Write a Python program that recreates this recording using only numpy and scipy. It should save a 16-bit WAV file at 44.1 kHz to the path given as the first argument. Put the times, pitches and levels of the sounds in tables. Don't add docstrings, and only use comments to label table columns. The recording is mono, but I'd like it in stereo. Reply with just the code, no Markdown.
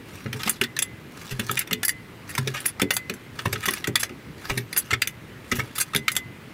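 import sys
import numpy as np
from scipy import signal
from scipy.fft import rfft, irfft, next_fast_len
from scipy.io import wavfile
from scipy.ndimage import uniform_filter1d, map_coordinates

SR = 44100
rng = np.random.default_rng(int(sys.argv[2]) if len(sys.argv) > 2 else 0)


def persist_wave(psi):
    counts = np.round(np.clip(psi, -1, 1) * 32767).astype(np.int16)
    wavfile.write(sys.argv[1], SR, np.atleast_2d(counts).T)


N = 288224

# pitch_hz, level_db
STREET_COLOUR = [(15, -55), (25, -25), (108, -2), (180, -6), (363, -9.5), (695, -21), (2110, -19),
                 (3430, -27), (6000, -36), (16000, -39.5)]
# pitch_hz, likeness (0 to 1)
LEFT_RIGHT_LIKENESS = [(60, 0.99), (12000, 0.69)]
STREET_PATCHY_DB = 1.2
# pitch_hz, t60_s
UNDERCAR_ECHO = [(200, 0.19), (10000, 0.039)]

# start_s, level_db
JOLTS = [(1.33, -31), (4.5, -26), (5.53, -34), (6.16, -44)]
JOLT_HZ, JOLT_T60_S = 38, .15
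# start_s, floor_pan_level_db, frame_level_db
THUDS = [(0.258, -20, -25.5), (0.341, -24, -28.5), (0.462, -40, -22), (0.613, -30, -17), (1.311, -22, -36),
         (1.392, -23.5, -21), (1.497, -21, -26), (1.716, -50, -20.5), (2.385, -14, -27),
         (2.47, -23.5, -22.5), (2.819, -20, -11), (3.097, -39, -22.5), (3.46, -13, -22.5),
         (3.529, -16.5, -23), (3.676, -32.5, -21.5), (3.879, -18.5, -16.5), (4.101, -32, -28),
         (4.508, -20.5, -24), (4.572, -20.5, -20), (4.927, -17, -21), (5.521, -16, -17), (5.586, -18, -20),
         (5.951, -18.5, -20)]
# pitch_hz, level_db, t60_s
PANELS = [(105, -6, .22), (125, 0, .3), (145, -6, .18), (200, -2, .12), (235, 0, .16), (280, -1, .11),
          (370, -3, .14), (410, -2, .18)]

# handle_down_start_s, handle_bottom_s, first_slide_level_db, second_slide_level_db
STROKES = [(0.026, 0.615, -48, -38.5), (1.096, 1.646, -45, -40.5), (2.254, 2.758, -43.5, -44),
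           (3.325, 3.866, -45, -36.5), (4.36, 4.97, -41, -44.5), (5.432, 5.98, -43, -48.5)]
SLIDE_S, SECOND_ENDS_S = 0.29, 0.012
FREE_S, EASES_S = .32, .04
HANDLE_HZ, HANDLE_T60_S = 2035, 0.47
HANDLE_RING_DB = [-27, -27, -22, -30, -33, -24]
THIN_HZ, THIN_T60_S = 14050, .2
# start_s, level_db
THIN_BLOWS = [(2.385, -52), (3.46, -54), (4.51, -51), (4.582, -42), (5.52, -40)]

# start_s, frame_level_db, link_level_db
CONTACTS = [(0.26, -30, -70), (0.327, -24, -32), (0.4314, -21.5, -28.5), (0.4725, -16.5, -27),
            (0.493, -24.5, -11.5), (0.612, -12, -21.5), (0.6356, -19.5, -25), (0.7645, -22, -31.5),
            (0.789, -15.5, -14.5), (0.821, -20, -14.5), (1.393, -20.5, -26), (1.492, -22, -58),
            (1.512, -24.5, -17.5), (1.5687, -17.5, -26.5), (1.59, -24, -12), (1.672, -32.5, -38),
            (1.709, -20.5, -34.5), (1.728, -14.5, -15.5), (1.8304, -19, -20), (1.848, -25.5, -12),
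            (1.88, -24, -13), (1.8906, -15, -15.5), (2.35, -24, -26.5), (2.377, -19, -23.5),
            (2.472, -17.5, -29.5), (2.602, -30, -25.5), (2.6532, -18, -25), (2.661, -63, -9.5),
            (2.796, -19, -32.5), (2.816, -15, -17), (2.9053, -10.5, -15.5), (2.9653, -16.5, -15.5),
            (3.0958, -21.5, -31), (3.138, -34, -35), (3.388, -20.5, -68), (3.453, -19, -29),
            (3.525, -17, -20.5), (3.555, -23, -42), (3.6548, -18, -21.5), (3.6791, -15, -21.5),
            (3.708, -36, -17), (3.735, -25, -19), (3.8413, -18.5, -34), (3.871, -19, -22),
            (3.9544, -10.5, -13.5), (4.0299, -16, -17), (4.092, -34.5, -47), (4.4954, -16.5, -35),
            (4.5727, -18.5, -24), (4.7277, -28, -26), (4.7623, -19, -24), (4.905, -17, -29.5),
            (4.929, -15, -30.5), (5.0174, -9, -16), (5.072, -16.5, -18), (5.5135, -16, -30),
            (5.645, -38, -58), (5.78, -19, -20.5), (5.934, -25, -40), (5.9474, -14, -22.5),
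            (5.9603, -13.5, -14.5), (6.08, -9.5, -19.5), (6.1166, -32, -19.5), (6.151, -27, -27),
            (6.164, -15.5, -12)]
# start_s, frame_level_db, link_level_db
SCUFFS = [(0.392, -31, -63), (0.453, -29, -33), (1.303, -29.5, -31.5), (1.599, -26, -34),
          (2.287, -33, -34.5), (2.536, -24, -38), (2.561, -26, -39), (2.674, -31, -34.5),
          (2.931, -35, -19.5), (3.625, -26.5, -42), (3.758, -29, -41), (3.9919, -28, -20.5),
          (4.769, -27, -9), (5.5494, -29, -30), (5.5834, -17.5, -31.5), (5.75, -31.5, -31),
          (5.798, -20, -10)]
# pitch_hz, level_db
STEEL = [(1290, 22), (1720, 23), (1900, 10.5), (2540, 6), (3500, 11), (4800, -3), (6170, -3.5), (6640, -6),
         (7540, -3.5), (9080, -6.5), (10310, 0), (10850, -1), (11950, -12), (12850, -7.5)]
STEEL_T60_S = .04
PIN_HZ, LINK_HZ, BODY_HZ = 4500, 8300, 1900
LOADED_TOUCH_S, FREE_TOUCH_S, SCUFF_TOUCH_S = 0.0023, .0011, 0.0056
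LONGER = 1
CHATTER, CHATTER_S = 0.13, 0.015
# start_s, pitch_hz, level_db
KNOCKS = [(1.494, 1295, -19.5), (1.57, 1755, -30), (1.837, 1730, -23.5), (2.379, 1020, -20),
          (3.456, 1023, -18), (3.682, 1080, -19), (3.954, 1253, -20), (4.931, 2150, -11.5),
          (5.601, 2220, -18), (6.08, 1290, -18.5)]
KNOCK_RISE_S, KNOCK_T60_S = 0.002, 0.023
TOP_HZ = 15750


def amp(db):
    return 10 ** (np.asarray(db) / 20)


def unit(x):
    return x / np.sqrt(np.mean(x ** 2) + 1e-20)


def along(points, hz):
    f, v = np.transpose(points)
    return np.interp(np.log(hz + 1), np.log(f + 1), v)


def filtered(x, response):
    m = next_fast_len(x.shape[-1] + 4096)
    return irfft(rfft(x, m) * response(np.fft.rfftfreq(m, 1 / SR)), m)[..., :x.shape[-1]]


def ringing(modes, t):
    hz, db, t60 = np.transpose(modes)[:, :, None]
    return amp(db - 60 * t / np.abs(t60)) * np.sin(2 * np.pi * hz * t)


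def add(track, s, sound):
    track[round(s * SR):][:len(sound)] += sound


def rush(spectrum, patchy_db):
    z = signal.stft(rng.standard_normal((2, N + 512)), nperseg=512)[2]
    field = uniform_filter1d(rng.standard_normal(z.shape[1:]), size=6, axis=0)
    field = uniform_filter1d(field, size=8, axis=1)
    pair = signal.istft(z * amp(patchy_db * unit(field)), nperseg=512)[1][:, :N]

    def colour(hz):
        angle = np.arccos(np.clip(along(LEFT_RIGHT_LIKENESS, hz), -1, 1)) / 2
        return amp(along(spectrum, hz)) * [np.cos(angle), np.sin(angle)]

    mid, side = filtered(pair, colour)
    return unit(np.array([mid + side, mid - side]))


def street():
    return amp(-42.0) * rush(STREET_COLOUR, patchy_db=STREET_PATCHY_DB) * amp([[-.6], [.6]])


def undercar(x):
    hz, t, z = signal.stft(rng.standard_normal((2, SR // 4)), SR, nperseg=256)
    fade = amp(-60 * t / np.abs(along(UNDERCAR_ECHO, hz))[:, None])
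    tail = signal.istft(z * fade, SR, nperseg=256)[1]
    return signal.fftconvolve(x[None], tail / np.linalg.norm(tail[0]), axes=1)[:, :N]


def jolts():
    out, t = np.zeros(N + SR), np.arange(SR // 4) / SR
    for s, db in JOLTS:
        add(out, s, ringing([(JOLT_HZ, db, JOLT_T60_S)], t)[0])
    return out[:N]


def load():
    out, t = np.zeros(N + SR), np.arange(SR // 2) / SR
    panels = np.array(PANELS)
    deep = panels[:, 0] < 160
    for s, *part_db in THUDS:
        shift = 1 + [.035, 0, 0] * rng.standard_normal((len(panels), 1))
        modes = ringing(panels * shift, t)
        shove = rng.standard_normal(SR // 20) * amp(-60 * t[:SR // 20] / 0.1)
        strength = amp(2.5 * rng.standard_normal(len(modes)))
        for part, db in zip((deep, ~deep), part_db):
            thud = signal.fftconvolve((strength * part) @ modes, shove)
            add(out, s, amp(db) * thud / np.abs(thud).max())
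    return filtered(out[:N], lambda hz: 1 / (1 + (88 / (hz + 1)) ** 4))


def scrapes():
    t = np.arange(N) / SR
    slide = np.zeros(N)
    for down_s, bottom_s, first_db, second_db in STROKES:
        for s, db in ((down_s, first_db), (bottom_s - SECOND_ENDS_S - SLIDE_S, second_db)):
            slide += amp(db) * np.sin(np.pi * np.clip((t - s) / SLIDE_S, 0, 1))
    bumps = amp(3 * map_coordinates(rng.standard_normal(N // 300 + 4), [np.arange(N) / 300]))
    grains = amp(3 * rng.exponential(size=N // 30 + 1).repeat(30)[:N])
    colour = [(500, 10), (1500, 24.2), (4000, 21.0), (15000, 10.6)]  # Hz, dB
    rub = bumps * grains * rush(colour, patchy_db=3.5).mean(axis=0)
    steel = ringing([(hz, db, STEEL_T60_S) for hz, db in STEEL], t[:SR // 10]).sum(axis=0)
    buzz = signal.fftconvolve(rub, steel)[:N]
    return slide * unit(unit(rub) + 0.33 * unit(buzz))


def singing(hz, t60, blows, waver):
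    out, t = np.zeros(N + SR), np.arange(SR // 2) / SR
    for s, db in blows:
        wavering = 1 + waver * np.sin(2 * np.pi * (rng.uniform(4.2, 29.0) * t + rng.random()))
        level = amp(db - 60 * t / t60) * (1 - np.exp(-t / 0.00061)) * wavering
        add(out, s, level * np.sin(2 * np.pi * hz * (t + round(s * SR) / SR)))
    return out[:N]


def thin_part():
    return singing(THIN_HZ, THIN_T60_S, THIN_BLOWS, waver=0.4)


def free(s):
    return [k for k, row in enumerate(STROKES) if -EASES_S < s - row[1] < FREE_S]


def handle():
    blows = [(s, (frame_db + link_db) / 2 + HANDLE_RING_DB[k])
             for s, frame_db, link_db in CONTACTS for k in free(s)]
    return singing(HANDLE_HZ, HANDLE_T60_S, blows, waver=0.35)


def ragged_push(touch, t):
    u = t[:SR // 25] / np.clip(touch, 3e-4, .012)
    rebounds = CHATTER * (1 - np.exp(-u)) * np.exp(-t[:len(u)] / CHATTER_S)
    ragged = amp(5 * rng.standard_normal(len(u) // 21).repeat(21))
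    return (u ** 2 * np.exp(-u) + rebounds) * rng.standard_normal(len(u)) * ragged


def dense_modes(noise, lo_hz, hi_hz):
    def band(hz):
        low_cut = 1 / (1 + (max(lo_hz, 1350) / (hz + 1)) ** 6)
        high_cut = 1 / (1 + (hz / hi_hz) ** 8)
        body = 1 + 1 / (1 + ((hz - BODY_HZ) / 500) ** 2)
        return low_cut * high_cut / (hz + 1) ** 0.5 * body

    return unit(filtered(noise, band))


def contact(track, s, frame_db, link_db, touch, t):
    hz = np.array(STEEL)[:, 0]
    link_over_frame_db = link_db - frame_db
    pin_db = (frame_db + link_db) / 2 - 3.0
    link_clear_db = np.clip(link_over_frame_db, -12, 6) + 9
    push = ragged_push(touch, t)
    strength = amp(4.5 * rng.standard_normal(len(hz)))
    low_tilt = (np.clip(link_over_frame_db, -28, 6) + 13.0) * np.log2(np.minimum(hz, 2200) / 2200)
    strength = strength * amp(8.0 * low_tilt)
    shift = 1 + .012 * rng.standard_normal(len(hz))
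    modes = ringing([(f * k, db, STEEL_T60_S) for (f, db), k in zip(STEEL, shift)], t)
    # band edges Hz, t60 s of the dense modes, level dB, clear ring dB
    parts = [(950, PIN_HZ, .05, frame_db, 4),
             (PIN_HZ, LINK_HZ, .04, pin_db, link_clear_db),
             (LINK_HZ, 15200, .045, link_db, link_clear_db)]
    for lo_hz, hi_hz, t60, db, clear_db in parts:
        clear = (strength * (hz >= lo_hz) * (hz < hi_hz)) @ modes
        blur = dense_modes(rng.standard_normal(len(t)), lo_hz, hi_hz)
        blur_fade = amp(-60 * t / t60) + 3.95 * amp(-60 * t / 0.0041)
        ring = amp(clear_db) * clear / np.abs(clear).max() + blur * blur_fade
        sound = signal.fftconvolve(ring, push)
        add(track, s, amp(db + 4.0) * sound / np.abs(sound).max())


def jack():
    out, t = np.zeros(N + SR), np.arange(SR // 9) / SR
    for s, frame_db, link_db in CONTACTS:
        loaded_touch = LOADED_TOUCH_S * amp(LONGER * (frame_db + 17.5))
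        contact(out, s, frame_db, link_db, FREE_TOUCH_S if free(s) else loaded_touch, t)
    for s, frame_db, link_db in SCUFFS:
        contact(out, s, frame_db, link_db, SCUFF_TOUCH_S, t)
    for s, knock_hz, db in KNOCKS:
        rise = (1 - np.exp(-t / KNOCK_RISE_S)) ** 2
        knock = rise * ringing([(knock_hz, 0, KNOCK_T60_S)], t)[0]
        add(out, s, amp(db) * knock / np.abs(knock).max())
    return out[:N]


def scene():
    metal = jack() + scrapes() + handle() + thin_part()
    low = load()
    direct = metal * amp([[-2.4], [2.4]]) + low * amp([[-.7], [.7]])
    echoes = amp(-6.5) * undercar(metal + amp(-4.5) * low)
    return direct + echoes + street() + jolts() * amp([[-3], [3]])


def record(dry):
    keep = np.exp(-1 / (.07 * SR))
    power = signal.lfilter([1 - keep], [1, -keep], np.mean(dry ** 2, axis=0))
    gain = (1 + power / amp(-26) ** 2) ** -.2
    return np.clip(filtered(dry * gain, lambda hz: 1 / (1 + (hz / TOP_HZ) ** 120)), -1, 1)


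dry = scene()
out = record(dry)
persist_wave(out)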